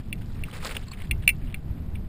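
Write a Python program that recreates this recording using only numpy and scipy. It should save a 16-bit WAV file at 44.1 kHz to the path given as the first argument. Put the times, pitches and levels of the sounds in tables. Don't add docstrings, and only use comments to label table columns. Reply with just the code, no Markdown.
import sys
import numpy as np
from scipy import signal
from scipy.fft import rfft, irfft
from scipy.io import wavfile
from scipy.ndimage import uniform_filter1d, minimum_filter1d

SR = 44100
rng = np.random.default_rng(int(sys.argv[2]) if len(sys.argv) > 2 else 0)


def invert_db(x):
    u = np.asarray(x, float) / 20
    return 10 ** u


def output_pcm(signal):
    pcm = np.clip(np.atleast_2d(signal).T, -1, 1) * 32767
    wavfile.write(sys.argv[1], SR, np.round(pcm).astype(np.int16))


N = 91816


def in_time(rows):
    s, db = np.transpose(rows)
    return np.interp(np.arange(N) / SR, s, db)


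def rms_one(x):
    return x / np.sqrt(np.mean(x ** 2) + 1e-20)


def colour(x, points):
    hz, db = np.transpose(points)
    f = np.arange(N // 2 + 1) * SR / N + 1
    gain = invert_db(np.interp(np.log(f), np.log(hz), db))
    return rms_one(irfft(rfft(x) * gain, N))


def high_pass(x, hz):
    return signal.sosfilt(signal.butter(2, hz, "high", fs=SR, output="sos"), x)


def drift(rate_hz):
    r = np.exp(-2 * np.pi * rate_hz / SR)
    walk = signal.lfilter([1], [1, -2 * r, r * r], rng.standard_normal(N + SR))
    return rms_one(walk[SR:])


def ring(x, hz, t60):
    r = invert_db(-60 / (max(t60, .002) * SR))
    w = 2 * np.pi * hz / SR
    return signal.lfilter([0, np.sin(w)], [1, -2 * r * np.cos(w), r * r], x + 1e-18)


# start_s, level_db
GUST_LEVEL = [(0.0, -26.5), (0.03, -44), (0.07, -32), (0.34, -33), (0.42, -29), (0.5, -34), (0.97, -37),
              (1.09, -31), (1.12, -27.5), (1.24, -32.5), (1.45, -30), (1.64, -36), (1.69, -28.5),
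              (1.91, -32), (1.93, -29.5), (2.08, -31.5)]
# pitch_hz, density_db
WIND_SPECTRUM = [(12, 1.5), (20, 2.5), (119, -5), (214, -11.5), (541, -35), (595, -33), (1080, -41),
                 (1730, -45.5), (5800, -57), (7540, -100), (12800, -120)]
# start_s, peak_db, pitch_hz
BUFFETS = [
    (.41, -37, 63.3),
    (1.104, -24.5, 54.4),
    (1.179, -25.5, 90),
    (1.689, -32, 70),
    (1.80, -25.5, 74.4),
    (1.928, -26, 75.4),
]
BUFFET_CYCLES = 8.0


def wind():
    out = invert_db(in_time(GUST_LEVEL)) * colour(rng.standard_normal(N), WIND_SPECTRUM)
    t = np.arange(N) / SR
    for start_s, peak_db, hz in BUFFETS:
        u = np.maximum(t - start_s, 0) * hz / BUFFET_CYCLES * 7.0
        swell = np.e * u * np.exp(-u)
        out = out + invert_db(peak_db) * swell * np.sin(2 * np.pi * hz * (t - start_s))
    return out


def air():
    return invert_db(-34.5) * high_pass(colour(rng.standard_normal(N), WIND_SPECTRUM), 350)


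# pitch_hz, density_db
BRUSH_SPECTRUM = [(180, -57), (300, -38.5), (494, 6), (566, -5.5), (1340, -4.5), (2100, -1), (4210, -7),
                  (5900, -11.5), (7670, -52), (13000, -120)]
GRAIN_HZ = np.geomspace(420, 5600, 16)
GRAINS_PER_S, GRAIN_SPREAD_DB, GRAIN_CYCLES = 5000, 4.0, 5
CLUMP_DB, SWISH_DB, PATCH_DB = 2.5, -6, 3.0


def grains():
    sizes = invert_db(GRAIN_SPREAD_DB * np.minimum(rng.exponential(1, N), 4)) * rng.choice([-1, 1], N)
    clump = invert_db(CLUMP_DB * drift(60))
    cracks = rms_one(sizes * (rng.random(N) < GRAINS_PER_S * clump / SR))
    dealt = rng.integers(0, len(GRAIN_HZ), N)
    swish = invert_db(SWISH_DB) * np.sqrt(clump / len(GRAIN_HZ)) * rng.standard_normal((2, N))
    rows = []
    for k, hz in enumerate(GRAIN_HZ):
        x = cracks * (dealt == k) + swish[k % 2]
        t60 = GRAIN_CYCLES / hz
        rung = ring(ring(x, hz, t60), hz, t60)
        rows.append(rms_one(invert_db(PATCH_DB * drift(25)) * rung))
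    hz, db = np.transpose(BRUSH_SPECTRUM)
    gains = invert_db(np.interp(np.log(GRAIN_HZ), np.log(hz), db)) * np.sqrt(GRAIN_HZ)
    return gains[:, None] * np.array(rows) / np.sqrt(np.sum(gains ** 2))


# start_s, level_db
EFFORT = [(0.0, -64), (0.2, -59.5), (0.5, -52.5), (0.61, -48), (0.7, -48.5), (1.05, -60), (1.53, -66),
          (2.08, -70)]
# start_s, length_s, level_db, centre_hz, width_octaves
STROKES = [(0.0, 0.0043, -51, 3000, 1.7), (0.209, 0.01, -54, 1800, 1.4), (0.35, 0.043, -57, 1770, 0.69),
           (0.452, 0.052, -50.5, 1000, 1.3), (0.527, 0.051, -43.5, 1280, 2),
           (0.604, 0.026, -52, 3500, 0.86), (0.626, 0.012, -36.5, 2020, 3.7), (0.645, .032, -36, 1570, 4),
           (0.689, 0.037, -40.5, 1270, 4.1), (0.743, 0.033, -44, 1200, 3.9), (0.807, 0.024, -50, 2780, 0.3),
           (0.918, 0.02, -49, 2700, 0.38), (0.971, 0.081, -50.5, 2300, 0.84),
           (1.22, 0.016, -48.5, 2520, 0.4), (1.415, 0.15, -57.5, 2600, 0.51),
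           (1.77, 0.015, -58.5, 2300, 0.24), (1.949, 0.011, -51, 2525, 0.38)]
STROKE_ATTACK_S, STROKE_RELEASE_S = .004, .01


def brush():
    out = invert_db(in_time(EFFORT) + 0.5) * grains().sum(axis=0)
    rows = grains()
    t = np.arange(N) / SR
    for start_s, length_s, db, hz, octaves in STROKES:
        attack = np.clip((t - start_s) / STROKE_ATTACK_S, 0, 1)
        release = np.exp(-np.maximum(t - start_s - length_s, 0) / STROKE_RELEASE_S)
        favour = np.exp(-.5 * (np.log2(GRAIN_HZ / hz) / octaves) ** 2)
        out = out + invert_db(db) * attack * release * rms_one(favour @ rows)
    return high_pass(out, 300)


def struck(events, modes, contact_s, spread_db):
    s, db, upper_db = np.transpose(events)
    vary = rng.standard_normal((len(s), len(modes)))
    out, decay = 0, np.exp(-1 / (contact_s * SR))
    for k, (hz, level_db, t60) in enumerate(modes):
        hits = np.zeros(N)
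        upper = upper_db * (hz > 3000)
        hits[(s * SR).astype(int)] = invert_db(db + spread_db * vary[:, k] + upper)
        pole = decay * np.exp(2j * np.pi * hz / SR)
        burst = 2 * signal.lfilter([1 - decay], [1, -pole], hits + 1e-18).real
        out = out + (-1) ** k * invert_db(level_db - 7.5) * ring(burst, hz, t60)
    return out


# start_s, peak_db, upper_modes_db
CLICKS = [(.1276, -17.5, 9.5), (.1335, -38, 14), (.140, -58, 0), (.4369, -21.5, 5), (1.1109, -11, 7),
          (1.1145, -17, 8), (1.1225, -31.5, -5), (1.2772, 0.5, 3.5), (1.2902, -7, 6), (1.2932, -10.5, 2.5),
          (1.2968, -14, -10), (1.3025, -15, -6), (1.306, -30.5, -1), (1.5434, -20.5, 9), (1.9555, -35, 7)]
# pitch_hz, level_db, t60_s
MOUNT_MODES = [(2333, 1, 0.025), (2733, 2, 0.017), (2300, -27.5, 0.091), (2700, -20, 0.085),
               (2030, -11, 0.017), (3377, -15, 0.015), (4235, -18.5, 0.0092), (1520, -30.5, .012),
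               (2142, -9.5, 0.052), (2640, -25.5, 0.043)]


def mount():
    return high_pass(struck(CLICKS, MOUNT_MODES, contact_s=.0004, spread_db=2.4), 1300)


# start_s, peak_db, pitch_hz, t60_s
SNAPS = [(0.217, -46, 1680, .01), (0.484, -35, 1200, 0.011), (0.512, -39, 3300, 0.022),
         (.648, -26, 5170, 0.0053), (0.665, -29, 4800, 0.02), (0.671, -25, 3700, 0.0039),
         (.752, -29.5, 3050, 0.014), (0.7662, -20.5, 3000, 0.016), (1.003, -39, 2200, 0.0085),
         (1.0198, -32.5, 2430, 0.0067), (1.072, -45, 3500, .01), (.627, -34, 2300, .02),
         (1.045, -40.5, 2400, 0.013)]
SNAP_CYCLES = 5


def snaps():
    out, size = np.zeros(N + SR), 2048
    t = np.arange(size) / SR
    for (start_s, peak_db, hz, t60), noise in zip(SNAPS, rng.standard_normal((len(SNAPS), size))):
        burst = noise * invert_db(-60 * t / max(t60, .002))
        crack = ring(ring(burst, hz, SNAP_CYCLES / hz), hz, SNAP_CYCLES / hz)
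        crack = crack / abs(crack).max() + 0.088 * burst
        first = int(start_s * SR)
        out[first:first + size] += invert_db(peak_db + 1.0) * crack
    return out[:N]


# start_s, peak_db, upper_modes_db
TICKS = [
    (.8824, -39, -1),
    (.885, -44, 5.5),
    (.9133, -40, -3),
    (.9168, -32, -1),
    (.9195, -44, 2),
]
# pitch_hz, level_db, t60_s
STAKE_MODES = [(4370, 8.5, 0.018), (1057, 1, 0.026), (2650, -3.5, .015)]


def stake():
    return struck(TICKS, STAKE_MODES, contact_s=0.00025, spread_db=1.0)


def scene():
    mid = wind() + air() + brush() + mount() + snaps() + stake()
    return np.array([mid, mid])


def holed(x, share, band_hz, spare_db, above_hz):
    f, _, cells = signal.stft(x, SR, nperseg=1024, boundary="even")
    band = (f / band_hz).astype(int)
    power = abs(cells[0]) ** 2
    power = np.array([power[band == b].mean(axis=0) for b in range(band.max() + 1)])
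    keep = (rng.random(power.shape) > share) | (power > invert_db(2 * spare_db))
    kept = cells * (keep[band] | (f < above_hz)[:, None])
    return signal.istft(kept, SR, nperseg=1024)[1][:, :N]


# pitch_hz, density_db
GRIT_SPECTRUM = [(300, -24.5), (700, -3.5), (1500, -3.5), (2800, -5), (5500, -1.5), (10000, -9),
                 (15000, -2)]
GRIT_DB, GRIT_GAP_SHARE = -22.5, 0.44
HUSH_S, HUSH_DB, HUSH_HZ, HOLE_SHARE = 0.0099, -17, 3500, .28


def camera_grit(x):
    level = np.sqrt(uniform_filter1d(high_pass(x[0], 700) ** 2, size=256) + 1e-12)
    grit = np.array([colour(w, GRIT_SPECTRUM) for w in rng.standard_normal((2, N))])
    both, apart = invert_db(GRIT_DB) * level * grit
    apart = holed(apart[None], GRIT_GAP_SHARE, 900, spare_db=-82, above_hz=0)
    x = x + both + apart * [[1], [-1]]
    span = int(HUSH_S * SR)
    ahead = np.r_[level[span:], np.zeros(span)]
    before = -minimum_filter1d(-ahead, size=span, origin=span // 2 - 1) > 8.0 * level
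    hush = uniform_filter1d(np.where(before, invert_db(HUSH_DB), 1.), size=64)
    cut = signal.butter(4, HUSH_HZ, "high", fs=SR, output="sos")
    hushed = x - (1 - hush) * signal.sosfiltfilt(cut, x)
    return holed(hushed, HOLE_SHARE, 410, spare_db=-84, above_hz=5200)


def roll_off(x):
    return signal.sosfilt(signal.butter(12, 16560, fs=SR, output="sos"), x)


LIMIT, EDGE_HZ, TOP_HZ = .95, 6110, 15640


def record(dry):
    limited = LIMIT * np.tanh(dry / LIMIT)
    x = signal.sosfilt(signal.cheby2(8, 30, EDGE_HZ + 500, fs=SR, output="sos"), limited)
    slow = signal.resample_poly(x, 40, 147, axis=1, padtype="reflect")
    held = np.repeat(slow, 4, axis=1)
    x = camera_grit(signal.resample_poly(held, 147, 160, axis=1, padtype="reflect")[:, :N])
    x = signal.sosfilt(signal.cheby2(12, 70, TOP_HZ + 800, fs=SR, output="sos"), x)
    return roll_off(x)


dry = scene()
out = record(dry)
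output_pcm(out)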